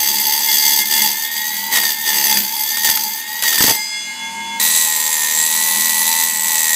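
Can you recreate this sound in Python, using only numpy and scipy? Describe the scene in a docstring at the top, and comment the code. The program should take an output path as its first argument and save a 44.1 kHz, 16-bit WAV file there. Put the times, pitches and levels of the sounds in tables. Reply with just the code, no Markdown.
"""In a workshop, close by, a small homemade table saw with a 24-tooth blade cuts a thin aluminium strip.
The blade runs out of true and bites once a turn, modulating the rasp and whine of its teeth, while the
motor hums and the table top and cabinet resonate. Each push slows the blade, and at last the strip
chatters through. The freed blade rings on and speeds up; then, abruptly, it is deep in a second cut,
squealing in a bar."""
import sys
import numpy as np
from scipy import signal
from scipy.fft import rfft, irfft, next_fast_len
from scipy.io import wavfile
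from scipy.ndimage import map_coordinates

SR = 44100
rng = np.random.default_rng(int(sys.argv[2]) if len(sys.argv) > 2 else 0)


def output_pcm(signal):
    """Save a mono or channel-first signal as 16-bit PCM at the path in sys.argv[1].

    Samples are clipped to [-1, 1] before scaling.
    """
    pcm = np.clip(np.atleast_2d(signal).T, -1, 1) * 32767
    wavfile.write(sys.argv[1], SR, np.round(pcm).astype(np.int16))


N = 297675
T = np.arange(N) / SR
TEETH, FREE_SPEED = 24, 84.41  # blade speeds are in turns/s
THROUGH_S, SECOND_CUT_S = 3.72, 4.598

# teeth snagging on the strip: t/s, relative level/dB
SNAG_TIMES = [(1.7579, 2), (1.7714, 0), (1.7844, -1), (1.8347, -2), (2.7711, -1), (2.8494, -1), (2.8898, 0),
              (2.9726, 0), (3.4241, 0), (3.4366, 1), (3.5269, -1), (3.5798, -2), (3.6054, 0), (3.6394, 0),
              (3.6954, 0)]


def amp(db):
    """Amplitude ratio of a level in decibels."""
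    return 10 ** (np.asarray(db) / 20)


def unit(x):
    """Normalisation to rms 1."""
    return x / np.sqrt(np.mean(x ** 2) + 1e-20)


def curves(rows):
    """Linear interpolation in time of each column after the first."""
    times, *columns = np.transpose(rows)
    return [np.interp(T, times, column) for column in columns]


def along(points, hz):
    """Interpolation of (f/Hz, value) points on a logarithmic frequency axis."""
    f, values = np.transpose(points)
    return np.interp(np.log(hz + 1), np.log(f), values)


def noise():
    """Gaussian white noise."""
    return rng.standard_normal(N)


def wobble(rate):
    """Smooth random modulation: a spline through `rate` knots a second."""
    return map_coordinates(rng.standard_normal(int(N * rate / SR) + 4), [T * rate])


def filtered(x, response):
    """Linear filtering: the spectrum times a complex frequency response."""
    size = next_fast_len(N + SR // 4)
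    return irfft(rfft(x, size) * response(np.fft.rfftfreq(size, 1 / SR)), size)[:N]


def coloured(x, points):
    """Spectral shaping by (f/Hz, level/dB) points, at rms 1."""
    return unit(filtered(x, lambda hz: amp(along(points, hz))))


def resonate(x, modes):
    """Forced response of parallel resonators (f/Hz, bandwidth/Hz, level/dB), at rms 1."""
    def response(f):
        return sum(amp(db) * 1j * f * bw / (f0 * f0 - f * f + 1j * f * bw) for f0, bw, db in modes)
    return unit(filtered(x, response))


def band(x, low_hz, high_hz):
    """Ideal band-pass filtering, at rms 1."""
    return unit(filtered(x, lambda hz: (hz >= low_hz) & (hz < high_hz)))


def strip_feed():
    """Hand pushes add to the strip's steady lean: drags sum directly, levels sum as powers."""
    # the strip leaning on the blade: t/s, drag/(turns/s), scrape level/dB
    lean = [(0, 11, -23.5), (1.1, 4.5, -23.5), (1.65, 0, -26.5), (2.45, 7.5, -24.5), (2.8, 0.3, -23),
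            (3.3, 1.47, -29.5), (3.72, 0.5, -25)]
    # pushes: start t/s, end t/s, drag/(turns/s), scrape level/dB, knock level/dB, ring level/dB
    pushes = [(-.1, 0.449, 1.77, -20, -32, -49), (0.472, 0.818, 4.3, -16.5, -32.5, -27),
              (0.896, 1.073, 8.8, -17, -29.5, -26), (1.711, 1.781, 19.4, -15.5, -23, -30),
              (1.818, 1.903, 17.3, -19, -29.5, -35), (2.05, 2.22, 14.7, -17.5, -26.5, -39),
              (2.24, 2.387, 22.3, -17, -27.5, -44), (2.83, 2.9, 26.5, -16.5, -27.5, -44),
              (2.931, 3.03, 20.2, -26, -39, -48), (3.425, 3.56, 14.5, -18.5, -28.5, -35),
              (3.578, 3.707, 25.4, -12.5, -25, -36)]
    attack_s, release_s = .025, .02
    drag, lean_db = curves(lean)
    power = amp([lean_db, lean_db - 16, lean_db - 10.5]) ** 2  # scrape, knock, ring
    for start, end, push_drag, *levels_db in pushes:
        push = np.clip((T - start) / attack_s, 0, 1) * np.exp(-np.maximum(T - end, 0) / release_s)
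        drag = drag + push_drag * push
        power = power + amp(levels_db)[:, None] ** 2 * push
    return drag, *(10 * np.log10(power))


def motor_speed(drag, lag_s=.25):
    """Inertia makes the speed sag and recover under drag with a first-order lag."""
    pole = np.exp(-1 / (lag_s * SR))
    return FREE_SPEED - signal.lfilter([1 - pole], [1, -pole], drag, zi=[pole * drag[0]])[0]


def bite(turns, runout_db, rise, scatter_db):
    """Runout modulates the force: once a turn the high side digs in and eases out, never twice alike."""
    lobe = np.interp(turns % 1, [0, rise, 1], [-1, 1, -1])
    strength = rng.standard_normal(1000)[turns.astype(int) % 1000]
    return unit(amp(runout_db * lobe + scatter_db * strength * (lobe + 1) / 2))


def scrape(turns, repeat):
    """Tearing metal is a periodic excitation by the teeth plus a random one by the chips."""
    pattern = rng.standard_normal(256)
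    teeth = map_coordinates(pattern, [turns % 1 * len(pattern)], mode="grid-wrap")
    return unit(noise() + repeat * teeth)


def feed_balance(sound, knock_db, scrape_db, fizz_db):
    """Feed pressure sets the spectral balance of tooth knock, scrape and chip fizz."""
    return (amp(knock_db) * band(sound, 0, 3000)
            + amp(scrape_db) * band(sound, 3000, 9500)
            + amp(fizz_db) * band(sound, 9500, SR / 2))


def strip_cut(turns, scrape_db, knock_db, runout_db):
    """Forced vibration: the fluttering strip drives its own and the blade's modes; knocking damps them."""
    # spectrum of the rasp: f/Hz, level/dB
    rasp_spectrum = [(50, -55), (120, -61), (330, -6), (600, -7.5), (1300, -5.5), (1620, -7.5), (1830, 11),
                     (2300, -1), (2800, 0), (4700, -0.5), (5500, -0.5), (8300, 0.5), (9500, -5),
                     (11500, 4.5), (15300, 4)]
    # resonances of blade and strip: f/Hz, bandwidth/Hz, level/dB
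    modes = [(3394, 37, -2), (3664, 47, -10), (4606, 64, -5.5), (4767, 113, 0.5), (5890, 37, -7.5),
             (6213, 50, 0), (6318, 56, -2.5), (7130, 38, -5.5), (7940, 37, 0.5), (8470, 110, -7.5),
             (10540, 24, -1.5), (11360, 19, -5), (11980, 200, -9), (12430, 200, -10.5), (13300, 37, 3),
             (14300, 58, -3), (15200, 61, -22)]
    # the hand eases and the strip almost leaves the teeth: t/s, half width/s, level lost/dB
    easings = [(.84, 0.012, 4.5), (1.3, 0.016, 7), (1.98, 0.025, 4.5), (3.255, 0.022, 9)]
    clear = sum((T > s - .009) & (T < s) for s, _ in SNAG_TIMES)  # it springs clear just before a snag
    force = bite(turns, runout_db, rise=.25, scatter_db=1.47)
    force *= amp(.91 * wobble(34.875) + 2 * wobble(900) - 3.8 * clear)
    rasp = coloured(force * scrape(turns, repeat=1), rasp_spectrum)
    ring = resonate(force * noise(), modes)
    ring_share = amp(np.interp(knock_db, [-45, -30, -22], [3.5, 2, -2]))
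    metal = (rasp + ring_share * ring) / np.hypot(1, ring_share)
    metal = feed_balance(metal, knock_db + .5, scrape_db - .5, fizz_db=-19 + .8 * (scrape_db + 19.5))
    growl = sum(np.sin(2 * np.pi * k * turns + .79 * wobble(40)) for k in (3, 4, 5))  # the motor labours
    eased_db = sum(db * np.exp(-((T - s) / width) ** 2) for s, width, db in easings)
    contact = np.interp(T - THROUGH_S, [0, .08, .2], [1, .35, 0])
    return contact * (amp(-eased_db) * metal + amp(scrape_db - 30.5) * growl)


def strip_whine(turns, speed, scrape_db, runout_db):
    """The tooth-passing tone grows with pressure; modulation by the uneven bite gives it sidebands."""
    # how well the blade radiates the tone: f/Hz, level/dB
    radiation = [(1540, -17), (1735, -21), (1780, -6), (1830, -1.5), (1890, 0.5), (2000, -2.5)]
    drive_db = np.where(T < THROUGH_S, -21 + .83 * (scrape_db + 20), -48)
    whine_db = along(radiation, TEETH * speed) + drive_db
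    force = bite(turns, runout_db, rise=.41, scatter_db=1)
    tooth = 2 * np.pi * TEETH * turns + .014 * runout_db * np.sin(2 * np.pi * turns)
    return amp(whine_db) * force * (np.sin(tooth) + amp(-7) * np.sin(2 * tooth))


def blade_waves(turns, ring_db):
    """Rotation splits each mode into a forward and a backward wave; once the blade is free both ring on,
    beating slowly and fading."""
    # blade modes: f/Hz at rest, nodal diameters, forward level/dB, backward level/dB, beat f/Hz, swell t/s
    modes = [(1889, 3, 0, -10, 6.7, 3.8), (3084, 4, -3, -14, 4, 3.99)]
    unsteady = np.interp(T - THROUGH_S, [0, .08], [1, .12])
    level_db = np.where(T < THROUGH_S, ring_db - 1.5, -28 - 1.5 * (T - THROUGH_S))
    waves = np.zeros(N)
    for hz, diameters, forward_db, backward_db, beat_hz, swell_s in modes:
        beat = 1 + .5 * np.cos(2 * np.pi * beat_hz * (T - swell_s) + unsteady * wobble(2.87))
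        swell = beat * amp(unsteady * 2.2 * wobble(24.83))
        phase = 2 * np.pi * hz * T + unsteady * .5 * wobble(24.9)
        spin = 2 * np.pi * diameters * turns
        waves += swell * (amp(forward_db) * np.sin(phase + spin) + amp(backward_db) * np.sin(phase - spin))
    return amp(level_db) * waves


def motor_hum(turns, speed, bar_db):
    """Harmonics of the shaft rate, louder near full speed or under the load of the second cut."""
    # motor harmonics: order, relative level/dB before the second cut, relative level/dB during it
    orders = [(1, -57.5, -66.5), (2, -58, -55.5), (3, -51, -49), (6, -61, -54), (7, -57.5, -52),
              (8, -57, -49), (9, -56, -52), (10, -54, -49), (12, -53.5, -43.5), (13, -46, -40),
              (16, -59, -54), (17, -54, -49), (18, -56, -48), (32, -62, -39.5)]
    loaded = T >= SECOND_CUT_S
    hum = np.zeros(N)
    for order, light_db, load_db in orders:
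        level_db = np.where(loaded, load_db, light_db) + 1.274 * wobble(8.2)
        hum += amp(level_db) * np.sin(2 * np.pi * order * turns + .5 * wobble(30))
    return hum * np.where(loaded, amp(-1.5 + .48 * (bar_db + 20.5)), np.minimum(speed / 82, 1) ** 30)


def cabinet_boom():
    """Low resonances of the cabinet: a wavering tone and narrow-band noise swell and fade together."""
    # envelope of the boom: t/s, level/dB
    envelope = [(0.0, -45), (0.19, -38.5), (0.6, -52), (1.05, -35), (1.18, -54), (1.84, -37), (1.95, -50),
                (2.39, -32.5), (2.52, -56), (3.06, -40.5), (3.18, -53), (3.55, -52), (3.61, -31),
                (3.89, -53.5), (4.57, -38.5), (5.0, -53), (5.85, -39), (6.75, -48.5)]
    tone = np.sin(2 * np.pi * 204 * T + .6 * wobble(22))
    rumble = resonate(noise(), [(209, 54, -5.5), (345, 37, -7)])
    rumble = resonate(rumble, [(253, 125, 0)])
    return amp(curves(envelope)[0] + 1.7 * wobble(13)) * (tone + .5 * rumble)


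def windage():
    """Air moving round the blade radiates steady broadband noise."""
    # spectrum of the air noise: f/Hz, level/dB
    spectrum = [(40, -108), (100, -29), (200, -6), (500, -17.5), (900, -8), (1300, -13), (2200, -3),
                (3400, -5.5), (3800, -11), (4800, -2.5), (5600, -13), (6500, -1.5), (10000, -13.5),
                (15000, -22)]
    return amp(-34) * coloured(noise(), spectrum)


def table_top(turns, speed, shake_db):
    """Cutting shakes the top; motor orders 11 to 13 drone as they pass through its resonances."""
    # modes of the top: f/Hz, bandwidth/Hz, level/dB
    modes = [(868.8, 19, 3), (903.7, 20, 3.5)]
    shaking = resonate(resonate(noise(), modes), [(871, 110, 0)])
    jitter_rad = np.where((T > THROUGH_S) & (T < SECOND_CUT_S), .12, .9)
    drone = np.zeros(N)
    for order, peak_db, centre_hz in [(11, -27, 916), (12, -32, 862), (13, -31, 905)]:
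        gain = amp(peak_db) / np.hypot(1, ((order * speed - centre_hz) / 13) ** 2)
        drone += gain * np.sin(2 * np.pi * order * turns + jitter_rad * wobble(50))
    return amp(-33 + .67 * shake_db + 2.06 * wobble(9)) * shaking + drone


def housing_whistle(turns, speed, order=36, centre_hz=2930, half_width_hz=70):
    """A high motor order whistles as it sweeps through a resonance of the housing."""
    response = 1 / np.hypot(1, (order * speed - centre_hz) / half_width_hz)
    drive_db = np.where(T < SECOND_CUT_S, -39, -47) + 2 * wobble(12)
    return amp(drive_db) * response * np.sin(2 * np.pi * order * turns + .4 * wobble(60))


def impacts(rows, decay_s):
    """Impulsive excitation: noise bursts with sudden onset and exponential decay."""
    return noise() * sum(amp(db) * (T >= s) * np.exp(-np.abs(T - s) / decay_s) for s, db in rows)


def tooth_snags():
    """A snagging tooth is a brief impact, heard as a bright broadband crack."""
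    def response(f):
        return 1j * f / (1200 + 1j * f) * 1j * f / (300 + 1j * f) / (1 + 1j * f / 11000)
    return amp(-4.5) * filtered(impacts(SNAG_TIMES, decay_s=.0035), response)


def strip_slaps():
    """The lifted strip falls back on the table: impacts with mostly low-frequency energy."""
    # slaps: t/s, relative level/dB
    slaps = [(2.16, -28), (2.35, -29), (2.377, -25), (2.889, -19), (3.606, -6.5), (3.641, -10),
             (3.681, -8.5), (3.698, -14.5), (3.71, -12.5)]
    bursts = impacts(slaps, decay_s=.006)
    return amp(9.5) * filtered(bursts, lambda f: (1j * f / (35 + 1j * f)) ** 2 / (1 + 1j * f / 700))


def after_ring():
    """Free vibration: once the cut is through, the modes of blade and strip decay exponentially."""
    # freely ringing modes: f/Hz, level/dB, T60/s
    modes = [(4464, -39, 4.9), (4748, -32, .6), (4920, -23.5, 1.8), (5000, -22, 1.6), (5040, -33, 1.5),
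             (6240, -32, 4.8), (6360, -35, 2.7), (7009, -33, 0.83), (7260, -42, 4), (7560, -37, 3.5),
             (7903, -17, 0.56), (7906, -47, 2.3), (8360, -35, 2), (8800, -36, 1.8)]
    since = np.maximum(T - THROUGH_S, 0)
    ring = np.zeros(N)
    for hz, db, t60 in modes:
        level_db = db - 60 * since / t60 + 4.2 * wobble(12)
        ring += amp(level_db) * np.sin(2 * np.pi * hz * since + .4 * wobble(40))
    return (ring + shimmer(since)) * (1 - np.exp(-since / .029))


def shimmer(since, fade_db_per_s=13):
    """Many faint high modes of the freed blade decay together for a second, each slowly beating."""
    height, weakness, beat = rng.random((3, 48, 1))
    hz = 4000 * 3.2 ** height
    db = -36.5 - 10 * height - 12 * weakness
    t = since[(since > 0) & (since < 1)]
    cloud = np.sum(amp(db) * np.cos(2 * np.pi * 6 * beat * t) * np.sin(2 * np.pi * hz * t), axis=0)
    return np.interp(since, t, cloud, left=0, right=0) * amp(-fade_db_per_s * since)


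def bar_strikes(turns, gap_turns=.195, width_turns=.05, rebound=.55):
    """Inelastic rebound: struck once a turn, the bar bounces on the teeth three more times, ever weaker."""
    pulses = sum(rebound ** k * np.exp(-((turns % 1 - (k + .5) * gap_turns) / width_turns) ** 2)
                 for k in range(4))
    return unit(pulses * amp(2.35 * wobble(60)) + .085)


def bar_cut(turns, scrape_db, runout_db, strikes):
    """Forced vibration: hard regular bites rasp and drive the resonances of blade and bar."""
    # spectrum of the rasp: f/Hz, level/dB
    rasp_spectrum = [(50, -46), (160, -24), (400, -16), (650, -6.5), (1000, -1.5), (1250, -8), (1650, -7),
                     (1920, 9.5), (2300, -3), (3000, -3), (4100, 1.5), (5300, -2.5), (7700, 5.5),
                     (9300, -1), (12500, -7), (14000, 1), (14800, -17)]
    # resonances of blade and bar: f/Hz, bandwidth/Hz, level/dB
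    modes = [(2639, 70.3, -6), (4070, 190, -7), (4550, 170, -20), (4801, 100, 0), (5830, 55, 1),
             (6210, 240, 3.5), (7200, 95, -1), (7950, 122.6, -8), (8500, 206, 0.5), (10520, 31, 1.5),
             (11200, 32.6, 4), (12030, 94, 1), (13170, 180, -6), (14000, 35, 8.5)]
    force = unit(bite(turns, runout_db, rise=.11, scatter_db=1.2) + .8 * strikes)
    rasp = coloured(force * scrape(turns, repeat=1.24), rasp_spectrum)
    ring = resonate(force * noise(), modes)
    return feed_balance(rasp + amp(-.5) * ring, scrape_db - 11.5, scrape_db - 2.94, scrape_db - 3.5)


def bar_squeal(turns, speed, strikes):
    """Each strike excites a burst of the fourth tooth harmonic, louder as the load slows the blade."""
    tooth = 2 * np.pi * TEETH * turns + .05 * wobble(300)
    burst = strikes * np.sin(4 * tooth + 1.3 * np.sin(2 * np.pi * turns))
    return amp(np.interp(FREE_SPEED - speed, [2.2, 4.5], [-23, -18]) + 2 * wobble(10)) * burst


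def bar_whine(turns, speed, scrape_db, runout_db, strikes):
    """The uneven bite modulates the tooth tone into sidebands; the strikes make its octave screech."""
    angle = 2 * np.pi * turns
    tooth = TEETH * angle + .04 * wobble(300)
    force = unit(amp(.9 * runout_db * np.cos(angle) + 1.7 * np.cos(2 * angle)))
    whine = force * np.sin(tooth + .5 * np.cos(angle) + .2 * wobble(160))
    slowing_db = np.interp(FREE_SPEED - speed, [6, 8.4], [0, 5])
    whine_db = scrape_db - 9 + slowing_db + .71 * wobble(7.7)
    screech = strikes * np.sin(2 * tooth + np.sin(angle) + .15 * wobble(200))
    return amp(whine_db) * whine + amp(-28 + 1.6 * (scrape_db + 17.5)) * screech


def blade_singing(scrape_db):
    """Sustained excitation by the teeth keeps a few high blade modes sounding in the second cut."""
    # singing modes: f/Hz, relative level/dB
    modes = [(4008, -41), (7612, -37), (8000, -40), (8374, -38), (10563, -36), (10753, -40), (11218, -34),
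             (13274, -36), (14056, -31)]
    lines = sum(amp(db + 3 * wobble(14)) * np.sin(2 * np.pi * hz * T + wobble(30)) for hz, db in modes)
    return amp(scrape_db + 22.5) * lines


def room(x, t60, wet_db):
    """Workshop reverberation: convolution with exponentially decaying noise."""
    t = np.arange(SR // 2) / SR
    tail = rng.standard_normal(len(t)) * amp(-60 * t / t60) * (t > .004)
    return x + amp(wet_db) * signal.fftconvolve(x, tail / np.linalg.norm(tail))[:N]


def scene():
    """Superposition of the saw's sources; one shaft angle keeps all the rotating ones in step."""
    # feed pressure on the bar: t/s, scrape level/dB, unevenness round a turn/dB
    bar_feed = [(4.62, -14.5, 3), (4.82, -16.5, -3), (4.95, -19.5, 4.5), (5.35, -18.5, 5.5), (5.7, -17, 4),
                (6.19, -17.5, 5), (6.4, -23, 9), (6.5, -19, 7), (6.75, -19, 10.5)]
    # blade speed in the bar: t/s, speed/(turns/s)
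    bar_speed = [(4.6, 80.1), (4.82, 81), (4.96, 78), (5.1, 78.3), (5.23, 76), (5.42, 79.3), (5.66, 81.9),
                 (5.87, 81.1), (6.2, 82.6), (6.32, 81), (6.5, 81.6), (6.7, 79.1)]
    second_cut = T >= SECOND_CUT_S
    drag, scrape_db, knock_db, ring_db = strip_feed()
    bar_db, bar_runout_db = curves(bar_feed)
    speed = np.where(second_cut, curves(bar_speed)[0], motor_speed(drag))
    turns = np.cumsum(speed) / SR
    runout_db = 4 + .42 * np.minimum(scrape_db + 34, 3)
    shake_db = np.select([second_cut, T < THROUGH_S], [bar_db + 12, scrape_db + 19], -19)

    strip = strip_cut(turns, scrape_db, knock_db, runout_db)
    strip += strip_whine(turns, speed, scrape_db, runout_db)
    strip += blade_waves(turns, ring_db) + after_ring() + tooth_snags() + strip_slaps()
    strikes = bar_strikes(turns)
    bar = bar_cut(turns, bar_db, bar_runout_db, strikes) + bar_squeal(turns, speed, strikes)
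    bar += bar_whine(turns, speed, bar_db, bar_runout_db, strikes) + blade_singing(bar_db)
    machine = motor_hum(turns, speed, bar_db) + cabinet_boom() + windage()
    machine += table_top(turns, speed, shake_db) + housing_whistle(turns, speed)
    return room(np.where(second_cut, bar, strip) + machine, t60=.2, wet_db=-13)[None]


def record(dry):
    """Soft saturation rounds the loudest peaks, and an ideal low-pass limits the bandwidth."""
    rounded = dry[0] / (1 + np.abs(dry[0]) ** 6) ** (1 / 6)
    return filtered(rounded, lambda hz: hz < 15600)[None]


dry = scene()
out = record(dry)
output_pcm(out)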